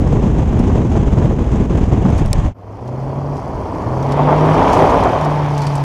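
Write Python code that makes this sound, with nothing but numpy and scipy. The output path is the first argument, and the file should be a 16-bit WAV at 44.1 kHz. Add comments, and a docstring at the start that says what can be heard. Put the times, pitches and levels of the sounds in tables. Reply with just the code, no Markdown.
"""Sports car on a gravel forest road

On board, wind buffets the microphone over road hiss, and stones tick on the bodywork. Then from
the verge: the four-cylinder engine pulls, lifts and pulls again as the car slides round a bend and
passes close by, its tyres roaring on the gravel and throwing stones behind it. The gravel is a
stream of tiny clicks, the exhaust a stack of wavering sines, each stone a scuff that rings modes."""
import sys
import numpy as np
from scipy import signal
from scipy.fft import rfft, irfft
from scipy.io import wavfile
from scipy.ndimage import uniform_filter1d

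SR = 44100
rng = np.random.default_rng(int(sys.argv[2]) if len(sys.argv) > 2 else 0)


def wav_record(signal):
    """Record a signal, one row per channel, as 16-bit PCM in the file named by sys.argv[1]."""
    frames = np.transpose(np.atleast_2d(signal))
    bounded = np.clip(frames, -1, 1)
    # unit amplitude maps onto the largest positive 16-bit level
    quanta = np.round(bounded * 32767).astype(np.int16)
    wavfile.write(sys.argv[1], SR, quanta)


N = 257528
TIME = np.arange(N) / SR

# On-board tone curves: f/Hz, relative level/dB
FAST_WIND_EQ = [(11, -43), (18, -14.5), (53, 3), (113, -0.5), (203, -3.5), (474, -16), (600, -28),
                (780, -30), (1320, -120)]  # wind on the straight
SLOW_WIND_EQ = [(11, -29), (18, -2), (87, -0.5), (284, -18), (339, -18), (410, -37), (600, -41), (780, -53),
                (1320, -120)]  # deeper wind, once slowed for the bend
ROAD_EQ = [(240, -36), (400, -6), (475, -12), (570, -6), (1030, -12.5), (1320, -21.5), (3220, -30.5),
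           (4500, -42), (5850, -69), (9900, -120)]  # midrange road rush
GRIT_EQ = [(2350, -30.5), (4000, -19.5), (4550, -8), (5100, -4.5), (5520, -5), (6430, -0.5), (7400, -5),
           (8190, -11), (9650, -17), (11500, -22.5), (13700, -26.5), (15400, -41)]  # fine grit hiss
# Eddies slapping the microphone: t/s, relative peak/dB
WIND_SLAPS = [(0.158, -2), (0.595, -13), (0.699, 1), (0.755, -5), (0.954, 1.5), (1.17, -3), (1.215, -4),
              (1.308, -6), (1.706, -4), (1.917, -5.5), (2.051, -0.5), (2.099, -4)]
# The wind drops away for a moment: t/s, length/s, depth/dB
WIND_LULLS = [(0.452, 0.042, 3.5), (0.88, 0.11, 2), (1.352, .055, 6), (1.46, 0.11, 3.5),
              (1.682, 0.044, 7.5), (1.886, 0.044, 2), (2.288, 0.057, 3)]
# Stones on the bodywork: t/s, relative peak/dB
PANEL_HITS = [(0.593, -36), (2.1033, -38), (2.179, -38), (2.1824, -35), (2.2524, -49), (2.26, -32.5),
              (2.278, -42), (2.3304, -13.5)]
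# Modes of the struck panel: f/Hz, relative level/dB, t60/s
PANEL_MODES = [(1790, -20, .008), (2520, -6, .004), (3340, -29, 0.0037), (4750, -7, 0.0084),
               (5560, -1, 0.011), (6960, -10, 0.0047), (7950, -21, 0.0038), (8600, -4.5, 0.0075),
               (10100, -8.5, 0.0024), (12800, -20, 0.0037)]
# Engine speed heard from the verge: t/s, firing rate/Hz
REVS = [(2.6, 101.7), (2.73, 101.1), (2.86, 123.6), (3.0, 132.9), (3.3, 143.2), (3.49, 136.2), (3.63, 125),
        (3.73, 108.1), (3.77, 106.3), (3.92, 126.7), (4.02, 134.9), (4.29, 149.0), (4.57, 157.6),
        (4.75, 157.8), (5.84, 140.6)]
# The throttle opens: start t/s, end t/s, boom level as if alongside/dB
THROTTLE_PULLS = [(2.79, 3.32, -12.5), (3.84, 4.203, -13), (4.13, 4.52, -11), (4.73, 4.801, -17.5),
                  (5.149, 5.999, -17)]
# Exhaust partials; unequal cylinders give quarter orders:
# multiple of the firing rate, relative level coming/dB, relative level going/dB
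EXHAUST_PARTIALS = [(.5, -20, -28), (1.75, -11, -32), (2, -16, -16), (2.25, -23, -32), (2.75, -19, -30),
                    (3, -15, -21), (3.25, -25, -30), (4, -24, -26), (4.25, -14, -26), (4.75, -19, -26),
                    (6, -24, -14), (6.25, -25, -22), (6.5, -26, -22), (7, -25, -27), (8, -26, -30),
                    (9, -36, -32)]
# Tone curves of the tyre layers, low to high: f/Hz, relative level/dB
RUMBLE_EQ = [(13, -45), (22, -34), (40, -6.5), (86, -5.5), (108, 0), (128, -12), (156, -9), (200, -10),
             (260, -15.5), (440, -120)]
CHURN_EQ = [(110, -27), (180, -12.5), (216, -14.5), (259, -0.5), (344, -4.5), (620, -7), (810, -17),
            (1360, -120)]
ROAR_EQ = [(290, -15), (500, -9), (580, -8), (680, -3), (958, 0.5), (1130, -5.5), (1300, -12.5),
           (1700, -24.5), (2210, -35), (3740, -120)]
CRUNCH_EQ = [(850, -38), (1450, -6), (1580, -5.5), (2310, -7), (2780, -12.5), (3170, -11), (3880, -19),
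             (4200, -26), (5460, -56), (9240, -120)]
SPRAY_EQ = [(2240, -7), (3800, -22), (4030, -2), (4370, 1.5), (5060, 0), (6220, -1), (7410, -9),
            (8830, -10.5), (13100, -19.5), (14800, -21), (15400, -44)]
# Their pass-bys: level alongside before trim/dB, loss per doubling of distance coming/dB, going/dB
RUMBLE_PASS_BY = (-22, 4.2, 6.1)
CHURN_PASS_BY = (-14.5, 5.8, 9.7)
ROAR_PASS_BY = (-12.5, 7.77, 7.4)
CRUNCH_PASS_BY = (-29.5, 5.07, 4.97)
SPRAY_PASS_BY = (-42.5, 5.9, 5.4)
# Thin tones of electronics: f/Hz, level/dB
WHINE_TONES = [(11719, -82), (14626, -87)]
# Thrown stones landing: t/s, relative peak/dB, ring f/Hz
LANDINGS = [(2.877, -38.5, 5490), (3.368, -39, 5330), (3.748, -35, 2100), (4.0265, -33, 5950),
            (4.1204, -27, 5230), (4.7305, -19.5, 5720), (4.8963, -27, 6080), (5.005, -33, 5470),
            (5.0358, -26, 6570), (5.21, -29, 5460), (5.2464, -28.5, 5450), (5.578, -24.5, 6220),
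            (5.618, -22, 5655), (5.635, -29, 5070), (5.6673, -20.5, 4700), (5.7533, -26.5, 7840),
            (5.778, -30, 5280)]
# Modes of a pebble: multiple of the ring frequency, relative level/dB
PEBBLE_MODES = [(.55, 9.5), (.8, 3), (1, 10), (1.3, 1.5), (1.75, -2), (2.1, -4.5)]
# Showers of fine stones off the tyres: t/s, length/s, rise/dB
STONE_SHOWERS = [(3.38, .09, 2.5), (4.76, .15, 3), (5.69, 0.35, 6.5)]
# Puffs of wind rumble at the verge: t/s, length/s, rise/dB
WIND_PUFFS = [(3.59, 0.12, 4.5), (3.86, 0.12, 3.5), (5.03, .1, 4.5)]
# Sliding tyres bite into heaps of gravel: t/s, relative peak/dB
TYRE_BITES = [(4.192, 5), (4.286, 4.5), (4.326, 3.5), (4.443, -5), (4.584, -7), (4.617, -2.5), (4.799, 0),
              (4.84, 0.5), (4.945, 2), (5.055, 3), (5.161, -2), (5.258, -5), (5.772, -12)]


def from_db(db):
    """Decibels to gain."""
    return 10 ** (np.asarray(db) / 20)


def rms_one(x):
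    """Scale to rms 1."""
    return x / np.sqrt(np.mean(x ** 2) + 1e-20)


def crossover(at_s, width_s):
    """A smooth move from 0 to 1, centred on a moment."""
    return .5 + .5 * np.tanh((TIME - at_s) / width_s)


def swell(at_s, length_s):
    """A smooth rise to 1 and back, centred on a moment."""
    return np.exp(-(2 * (TIME - at_s) / length_s) ** 2)


def swells(rows):
    """A fader ride in dB from a table of swells."""
    return sum(db * swell(at_s, length_s) for at_s, length_s, db in rows)


def drift(rate_hz):
    """A random wobble of rms 1, mostly slower than the rate."""
    hz = np.arange(N // 2 + 1) * SR / N
    return rms_one(irfft(rfft(rng.standard_normal(N)) * hz / (hz + 2) / (1 + (hz / rate_hz) ** 2), N))


def coloured(x, eq):
    """Shape a signal with a tone curve, rolling off steeply past its ends; rms 1."""
    hz, db = np.transpose(eq)
    log_hz = np.log(np.maximum(np.arange(N // 2 + 1) * SR / N, 1))
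    outside = np.maximum(np.log(hz[0]) - log_hz, 0) + np.maximum(log_hz - np.log(hz[-1]), 0)
    gain = from_db(np.interp(log_hz, np.log(hz), db) - 60 * outside)
    return rms_one(irfft(rfft(x) * gain, N))


def steady(x, span_s):
    """Even out swells slower than the span, leaving the fine texture."""
    return x / np.sqrt(uniform_filter1d(x ** 2, int(span_s * SR)) + 1e-9)


def grains(per_s, spread_db, bed):
    """Random stone contacts, a few large and many small, on a bed of countless tiny ones."""
    sizes = from_db(spread_db * np.minimum(rng.exponential(1, N), 5)) * rng.choice([-1, 1], N)
    return rms_one(sizes * (rng.random(N) < per_s / SR)) + bed * rng.standard_normal(N)


def ring(force, hz, t60):
    """One damped mode, driven by a force."""
    radius, angle = from_db(-60 / (t60 * SR)), 2 * np.pi * hz / SR
    return signal.lfilter([0, np.sin(angle)], [1, -2 * radius * np.cos(angle), radius ** 2], force + 1e-18)


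def scuff(decay_s):
    """The force of a rough contact: noise that dies quickly."""
    age = TIME[:SR // 10]
    return rng.standard_normal(len(age)) * np.exp(-age / decay_s)


def add(out, at_s, sound, peak_db):
    """Spot a short sound at a time with a given peak."""
    start = int(at_s * SR)
    out[start:start + len(sound)] += (from_db(peak_db) * sound / np.abs(sound).max())[:N - start]


def gust(at_s, rise_s=0.0096):
    """The gust behind a buffet: a fast attack to 1, then a slower release."""
    age = np.maximum(TIME - at_s, 0) / rise_s
    return age * np.exp(1 - age)


def airstream(wind_db=-11, road_db=-27, grit_db=-49):
    """Wind on the microphone, road rush and grit hiss, all shaken by the same eddies and gusts."""
    slowed = crossover(2.16, 0.047)  # the car slows for the bend
    gust_db = 2 * sum(gust(at_s) for at_s, _ in WIND_SLAPS) - swells(WIND_LULLS)
    splash_db = 9 * swell(2.19, .035)  # turning in throws gravel into a wheel arch
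    eddies, air = drift(34), rng.standard_normal(N)
    wind = (1 - slowed) * coloured(air, FAST_WIND_EQ) + slowed * coloured(air, SLOW_WIND_EQ)
    wind = steady(wind * from_db(2.5 * eddies), span_s=0.075)
    road = coloured(grains(per_s=5000, spread_db=3.9, bed=1), ROAD_EQ)
    road = steady(road * from_db(1.5 * eddies), span_s=0.2)
    grit = coloured(grains(per_s=5000, spread_db=5.6, bed=1.8), GRIT_EQ)
    grit = rms_one(grit * from_db(1.9 * eddies))
    return (from_db(wind_db + gust_db) * wind
            + from_db(road_db + 1.1 * gust_db + .5 * splash_db + .5 * slowed) * road
            + from_db(grit_db + 0.79 * gust_db + splash_db) * grit)


def thuds(cues, band_hz, decay_s, trim_db):
    """Short dull bursts: eddies slapping the microphone, or tyres digging in."""
    out = np.zeros(N)
    dull = signal.butter(2, band_hz, "band", fs=SR, output="sos")
    for at_s, db in cues:
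        add(out, at_s, signal.sosfilt(dull, signal.sosfilt(dull, scuff(decay_s))), db + trim_db)
    return out


def strike(modes, contact_s, dull_hz):
    """A rough contact rings each mode; a small stone radiates no lows, and its bluntness dulls the top."""
    sound = sum(from_db(db) * rms_one(ring(scuff(contact_s), hz, t60)) for hz, db, t60 in modes)
    lowest_hz = modes[0][0]
    return signal.sosfilt(signal.butter(2, [lowest_hz, dull_hz], "band", fs=SR, output="sos"), sound)


def body_hits(trim_db=8):
    """Stones flung by the front tyres crack against a panel."""
    out = np.zeros(N)
    for at_s, db in PANEL_HITS:
        add(out, at_s, strike(PANEL_MODES, contact_s=.0007, dull_hz=15000), db + trim_db)
    return out


def pass_by(alongside_db, coming_db, going_db, nearest_s=4.765, nearest_m=4.1, speed_m_per_s=15):
    """Level in dB of a sound riding with the car: it drops with each doubling of distance."""
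    distance_m = np.hypot(nearest_m, speed_m_per_s * (TIME - nearest_s))
    return alongside_db - np.where(TIME < nearest_s, coming_db, going_db) * np.log2(distance_m / nearest_m)


def throttle(attack_s=0.087, release_s=0.11, overrun_db=-32):
    """Exhaust boom in dB: each pull swells, holds and dies back to the overrun."""
    pulls = [from_db(db) * np.clip(np.minimum((TIME - on) / attack_s, 1 - (TIME - off) / release_s), 0, 1)
             for on, off, db in THROTTLE_PULLS]
    approach = from_db(pass_by(0, coming_db=4, going_db=0))  # softer while the tailpipe points away
    return 20 * np.log10(np.hypot(np.max(pulls, axis=0) * approach, from_db(overrun_db)))


def exhaust(firings):
    """A boom at the firing rate, with wavering partials that shift as the tailpipe turns to the verge."""
    boom_db = throttle()
    going = crossover(5.21, 0.06)
    # alongside, the boom fades but the growl stays
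    growl_db = np.maximum(boom_db - 1, pass_by(*ROAR_PASS_BY) - 16)
    out = from_db(boom_db + 1.7 * drift(43)) * np.sin(2 * np.pi * firings)
    for multiple, coming_db, going_db in EXHAUST_PARTIALS:
        level_db = growl_db + coming_db + going * (going_db - coming_db) + 2 * drift(8)
        out += from_db(level_db) * np.sin(2 * np.pi * multiple * firings + .25 * drift(10))
    return np.sqrt(2) * out


def clinks(count=36):
    """Many small flints knock together and ring briefly, at pitches spread over the treble."""
    pitches = np.geomspace(3900, 12500, count) * from_db(rng.normal(0, .15, count))
    gains = from_db(np.interp(pitches, *np.transpose(SPRAY_EQ)))
    return rms_one(sum(gain * ring(grains(per_s=40, spread_db=2.5, bed=0), hz, t60=0.018)
                       for hz, gain in zip(pitches, gains)))


def grassy_bank(crunch, spray, screen_db=-7, hollow_hz=3780, hollow_share=0.36):
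    """Until the car leaves the bend, a bank screens the crunch and scoops a band out of the treble."""
    hidden = 1 - crossover(4.07, 0.065)
    gravel = from_db(screen_db * hidden) * crunch + spray
    band = signal.lfilter(*signal.iirpeak(hollow_hz, Q=5.1, fs=SR), gravel)
    return gravel - hollow_share * hidden * band


def tyres(firings):
    """Tyres judder through loose gravel, heaving at each bite; the engine's rasp throbs in their roar."""
    judder = from_db(0.5 * drift(28))
    heave_db = 2 * sum(from_db(db) * swell(at_s, 0.056) for at_s, db in TYRE_BITES)
    # one throb per firing, another per cycle of four
    rasp = 1 + .25 * np.cos(2 * np.pi * firings) + .28 * np.cos(2 * np.pi * firings / 4)
    grinding = grains(per_s=2500, spread_db=2.8, bed=.6) * judder
    rumble = steady(coloured(rng.standard_normal(N), RUMBLE_EQ), span_s=0.081)
    churn = steady(coloured(grinding, CHURN_EQ), span_s=0.22)
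    roar = steady(coloured(grinding, ROAR_EQ) * rasp, span_s=.06)
    crunch = rms_one(coloured(grains(per_s=3500, spread_db=2.6, bed=.8), CRUNCH_EQ) * np.sqrt(judder))
    spray = coloured(grains(per_s=2500, spread_db=4.4, bed=1), SPRAY_EQ) + from_db(-1) * clinks()
    # each layer rides its own pass-by; the last number is its trim in dB
    rumble *= from_db(pass_by(*RUMBLE_PASS_BY) + swells(WIND_PUFFS) + 3.5)
    churn *= from_db(pass_by(*CHURN_PASS_BY) + heave_db - 2)
    roar *= from_db(pass_by(*ROAR_PASS_BY) + heave_db - .4)
    crunch *= from_db(pass_by(*CRUNCH_PASS_BY) + .3)
    spray *= from_db(pass_by(*SPRAY_PASS_BY) + swells(STONE_SHOWERS) - .5)
    return rumble + churn + roar + grassy_bank(crunch, spray)


def whine():
    """Faint electronics at the verge: thin steady tones, far under everything else."""
    return sum(np.sqrt(2) * from_db(db) * np.sin(2 * np.pi * hz * TIME) for hz, db in WHINE_TONES)


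def thrown_stones(t60=0.0022, trim_db=0.5):
    """Thrown pebbles clack down on the road, each with its own pitch."""
    out = np.zeros(N)
    for at_s, db, hz in LANDINGS:
        modes = [(hz * ratio, mode_db, t60) for ratio, mode_db in PEBBLE_MODES]
        add(out, at_s, strike(modes, contact_s=0.0068, dull_hz=11500), db + trim_db)
    return out


def scene(cut_s=2.543, fade_out_s=0.089, fade_in_s=0.55):
    """The on-board ride fades out quickly, then the pass-by at the verge fades in."""
    firing_hz = np.interp(TIME, *np.transpose(REVS))
    firings = np.cumsum(firing_hz) / SR
    buffets = thuds(WIND_SLAPS, band_hz=(108, 970), decay_s=0.0072, trim_db=-9)
    bites = thuds(TYRE_BITES, band_hz=(347, 1160), decay_s=0.016, trim_db=-6.5)
    on_board = airstream() + buffets + body_hits()
    verge = exhaust(firings) + tyres(firings) + thrown_stones() + bites
    fade_out = np.clip((cut_s - TIME) / fade_out_s, 0, 1) ** 1.3
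    fade_in = np.clip((TIME - cut_s) / fade_in_s, 0, 1) ** 0.51
    return (on_board * fade_out + verge * fade_in + whine() * (TIME > cut_s))[None]


def record(dry, ceiling=1.04, cutoff_hz=15200):
    """Soft clipping rounds the loudest peaks, and a steep low-pass takes off the top."""
    rounded = ceiling * np.tanh(dry / ceiling)
    return signal.sosfilt(signal.ellip(10, .1, 90, cutoff_hz, fs=SR, output="sos"), rounded)


dry = scene()
out = record(dry)
wav_record(out)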